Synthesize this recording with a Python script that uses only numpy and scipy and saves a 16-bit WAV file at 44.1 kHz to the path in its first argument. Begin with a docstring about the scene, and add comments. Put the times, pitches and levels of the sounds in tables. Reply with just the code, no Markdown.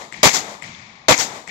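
"""Handgun shots on an outdoor range

A handgun fires on an outdoor range; one shot fell just before the start, and its tail opens the scene.
Each blast, three noise bursts with a ring and a low thump, overloads two microphones. Shaped noise then
returns from nearby boards, the ground, an earth bank, the trees and a far wall with a long tail, with
short rings as slaps and clacks. Small metallic ticks, perhaps spent cases, ring as damped sines over
quiet air of coloured noise. The left side is bright, the right dull."""
import sys
import numpy as np
from scipy import signal
from scipy.fft import rfft, irfft
from scipy.io import wavfile
from scipy.ndimage import uniform_filter1d

SR = 44100
rng = np.random.default_rng(int(sys.argv[2]) if len(sys.argv) > 2 else 0)


def int16_out(signal):
    """Quantize to a 16-bit WAV file."""
    q = np.round(np.clip(np.atleast_2d(signal).T, -1, 1) * 32767)
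    wavfile.write(sys.argv[1], SR, q.astype(np.int16))


N = 66150  # samples, 1.5 s

# spectra of the blast (NEAR), the reflecting surfaces and the long tail (FAR), named in the groups of
# noise: one [level/dB] per colour frequency
NEAR = (-13.5, 6, 7.6, 6.5, 10.3, 5, 6.7, 11.5, 11.5)
BOARDS = (-17, 3, -1.5, -2.7, 10.7, -5, 3.5, 4, 11.5)
GROUND = (-22, -5, -3, -3.5, 5, -4, 2, 8, 10)
BANK = (-10, -3, -3.5, -3.4, 3.1, -3.7, 6, 9.5, 14)
TREES = (-5, 2.3, 2.5, 1.5, 1.5, -5.5, -4.5, 6.5, 4.1)
WALL = (-4.5, 7, -3, -3, 5.8, -6.4, -8.3, 8.5, -1)
FAR = (2.1, 5.5, -15.5, -6.5, 8, -5.2, -4.5, -8, -12)


def gain_of(db):
    """Decibel law: amplitude ratio of a level in dB."""
    return 10 ** (np.asarray(db) / 20)


def read(points, hz):
    """Interpolation on a log-frequency axis, linear in the tabled value."""
    f, value = np.transpose(points)
    return np.interp(np.log(hz + 1), np.log(f + 1), value)


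def add(mix, s, sound):
    """Superposition: sums a sound in at time s, which may lie before the start."""
    at = round(s * SR)
    part = mix[:, max(at, 0):][:, :max(sound.shape[1] + min(at, 0), 0)]
    part += sound[:, max(-at, 0):][:, :part.shape[1]]


def microphone_pair(colour, noise, tilt_db, alike):
    """Spectral filtering and interchannel coherence: colours two noises for two partly alike microphones."""
    # frequencies at which every colour is given [f/Hz]
    colour_hz = (60, 200, 520, 1200, 2300, 3500, 6500, 9500, 14000)
    # coherence of left and right, negative in antiphase: [f/Hz, likeness], scaled by alike below
    coherence = [(100, 1), (450, 0.79), (900, 0.51), (1450, -0.93), (2200, -0.043), (9000, .02)]
    # relative microphone responses: [f/Hz, level/dB]
    left_mic = [(40, -16), (90, -8.5), (180, -6.5), (330, -6.5), (520, -3), (800, 0.84), (1150, -0.37),
                (1500, -5.5), (2100, -3), (2800, -9), (3500, -1), (4400, -2.5), (5500, -4), (6900, -4.5),
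                (7700, -11.5), (8400, -24), (9500, -36.5), (11500, -37.2), (13500, -40), (15700, -46)]
    right_mic = [(40, -21.5), (90, -9.5), (180, -7), (330, -9), (520, -10), (800, -5), (1150, -11),
                 (1500, -13), (2100, -18.5), (2800, -19.5), (3500, -16), (4400, -25), (5500, -24),
                 (6900, -29.6), (7700, -30), (8400, -32), (9500, -35), (11500, -34.5), (13500, -35),
                 (15700, -43.4)]

    n = noise.shape[1]
    hz = np.fft.rfftfreq(n, 1 / SR)
    first, second = rfft(noise)
    same = np.clip(alike * read(coherence, hz), -1, 1)
    right = same * first + np.sqrt(1 - same ** 2) * second
    tint = read(list(zip(colour_hz, colour)), hz)
    mics = gain_of([read(left_mic, hz) + tint, read(right_mic, hz) + tint])
    tilt = gain_of(tilt_db * np.log2(1 + hz / 2000))  # nears tilt_db per octave well above 2 kHz
    spectrum = np.array([first, right]) * mics * tilt
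    return irfft(spectrum, n) / np.sqrt(np.mean(mics[0] ** 2))  # both sides scaled by the left response


def background_air():
    """Stationary random noise: a steady coloured floor, largely alike in the bass on both sides."""
    # spectrum of the air at the colour frequencies [level/dB]
    air_colour = (-6, 4, 2.7, 7.5, -16, 2, -11, -27.5, -19.5)
    return gain_of(-48) * microphone_pair(air_colour, rng.standard_normal((2, N)), 0, 0.86)


def lumpy_noise(lump_db):
    """Random superposition of dense arrivals, uneven in clumps a few milliseconds long."""
    clumps = uniform_filter1d(rng.standard_normal(SR), size=120)
    out = rng.standard_normal((2, SR)) * gain_of(lump_db * clumps / clumps.std())
    return out / out.std()


def shaped_group(sound, rise, hold, db, t60s):
    """Frequency-dependent decay: swells, holds, then dies exponentially at a rate set by band."""
    # bass, middle and treble points of the decay times [f/Hz]
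    decay_hz = (200, 2000, 11000)
    frame, overlap = 256, 192  # samples
    hz, t, z = signal.stft(sound, SR, nperseg=frame, noverlap=overlap)
    t60 = read(list(zip(decay_hz, np.maximum(t60s, .01))), hz)[:, None]  # never under 10 ms
    z = z * gain_of(-60 * np.maximum(t - rise - hold, 0) / t60)
    out = signal.istft(z, SR, nperseg=frame, noverlap=overlap)[1][:, :SR]
    swell = np.sin(np.pi / 2 * np.minimum(np.arange(SR) / SR / max(rise, 1e-4), 1)) ** 2
    return gain_of(db) * swell * out


def add_blasts_and_reflections(mix, shots):
    """Impulsive source and delayed diffuse reflection: the blast's three bursts, then the same surfaces."""
    # groups of noise: [colour level/dB, delay t/s, rise t/s, hold t/s, level/dB, bass t60/s,
    #  middle t60/s, treble t60/s, lumpiness/dB, left-right likeness factor]; short t60 are floored in use
    groups = [(NEAR, .0001, 0.0012, 0.015, 8.74, 0.041, 0.06, 0.079, 3.3, 0.44),
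              (NEAR, .0228, 0.0012, 0.006, 8.8, 0.057, 0.025, 0.035, 2.5, 0.44),
              (NEAR, .0355, 0.0022, 0.008, 4.6, 0.018, 0.017, 0.018, 1.3, .21),
              (BOARDS, .0405, 0.0025, 0.022, -6.5, 0.023, 0.0099, 0.0056, 1.1, 0.67),
              (GROUND, .056, 0.01, 0.019, -16.5, 0.28, 0.15, 0.28, 1.4, 0.53),
              (BANK, .088, 0.029, 0.018, -12, 0.37, 0.21, 0.19, 1.34, 0.84),
              (TREES, 0.12, 0.048, 0.12, -29.5, 0.49, .4, 0.41, 0.91, 0.99),
              (WALL, .3928, 0.00046, 0.0012, -29.5, 0.035, 0.007, .021, 1.1, .95),
              (WALL, 0.32, .0007, .0021, -38, .051, .021, 0.027, 0.96, 0.64),
              (WALL, .396, 0.0058, 0.032, -36.5, 0.17, 0.11, 0.18, 3, 1),
              (FAR, 0.37, 0.049, 0.041, -33.5, 2.23, 1.88, 1, 1.2, 1)]
    common = 0.59  # amplitude share of the noise that every shot has in common
    close_s = .07  # s, groups with a shorter delay take the shot's close level and tilt

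    lasting = [lumpy_noise(row[-2]) for row in groups]
    for s, shot_db, close_db, tilt_db in shots:
        for kept, (colour, delay, rise, hold, db, *t60s, lump_db, alike) in zip(lasting, groups):
            fresh = lumpy_noise(lump_db)
            noise = common * kept + np.sqrt(1 - common ** 2) * fresh
            close = delay < close_s
            sound = microphone_pair(colour, noise, close * tilt_db, alike)
            level_db = db + shot_db + close * close_db
            add(mix, s + delay, shaped_group(sound, rise, hold, level_db, t60s))


def damped_ring(left_db, right_db, hz, t60):
    """Damped oscillation: a decaying sine that swells over two cycles, scaled to its peak."""
    t = np.arange(4000) / SR
    swell = np.sin(np.pi / 2 * np.minimum(t * hz / 2, 1)) ** 2
    ring = np.sin(2 * np.pi * hz * t) * gain_of(-60 * t / t60) * swell
    return gain_of([[left_db], [right_db]]) * ring / abs(ring).max()


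def add_short_rings(mix, shots):
    """Damped modes: a ring and a low thump within each blast, then slaps and clacks after it."""
    # short rings: [delay t/s, left level/dB, right level/dB, ring f/Hz, t60/s]; the shot level is added
    rings = [(.004, 3.5, -1.5, 621, 0.066), (0.014, -25.5, -24, 50, 0.056),
             (.022, -13.5, -11, 110.6, 0.045), (.0385, -6.5, -16.5, 170, 0.011),
             (.126, -16.5, -23.5, 1465, 0.017), (.3932, -17, -43, 2000, 0.011),
             (0.392, -28, -52, 7620, 0.016), (0.4017, -27, -57, 7600, 0.012), (.4135, -19, -44, 1970, .018),
             (0.434, -41, -40.5, 149, 0.033), (.461, -32, -33, 190, 0.0115),
             (.4095, -21, -45.1, 2270, 0.029)]
    for s, shot_db, _, _ in shots:
        for delay, *ring in rings:
            add(mix, s + delay, gain_of(shot_db) * damped_ring(*ring))


def add_ticks(mix):
    """Modal ringing of small metal: one damped mode for each tick, perhaps a spent case."""
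    # ticks: [t/s, left level/dB, right level/dB, ring f/Hz, t60/s]
    ticks = [(.7485, -24.5, -53, 3450, 0.0096), (1.1782, -3.5, -32, 6560, 0.0088)]
    for s, *ring in ticks:
        add(mix, s, damped_ring(*ring))


def scene():
    """Linear superposition of quiet air, three shots with their reflections and short rings, and ticks."""
    # shots: [t/s, level/dB, extra level of the close groups/dB, their treble tilt/dB per octave]
    shots = [(-.2685, -2.14, -5, -2), (.2303, -1.17, -3.04, 1.36), (1.0831, -1.57, -2.5, -0.8)]
    mix = background_air()
    add_blasts_and_reflections(mix, shots)
    add_short_rings(mix, shots)
    add_ticks(mix)
    return mix


def record(dry):
    """Dynamic compression and saturation: each side is turned down, its peaks overload, then a band limit."""
    limit_db, squeeze = -7.5, 0.62  # threshold in dB, dB of cut per dB above it
    sense_s, fall_db_per_s = 0.00077, 898.5  # power averaging time, fall of the sensed level
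    knee = 3.8  # exponent of the soft clip at full scale
    edge_hz = 15850

    power = abs(uniform_filter1d(dry ** 2, max(round(sense_s * SR), 1)))
    power_db = 10 * np.log10(power + 1e-12)
    fall = np.arange(N) * fall_db_per_s / SR
    sensed_db = np.maximum.accumulate(power_db + fall, axis=1) - fall  # instant rise, steady fall
    over_db = np.maximum(sensed_db - limit_db, 0)
    held = dry / gain_of(squeeze * uniform_filter1d(over_db, size=30))
    clipped = held / (1 + abs(held) ** knee) ** (1 / knee)
    lowpass = signal.firwin(511, edge_hz, window=("kaiser", 9), fs=SR)
    return signal.oaconvolve(clipped, lowpass[None], "same")


dry = scene()
out = record(dry)
int16_out(out)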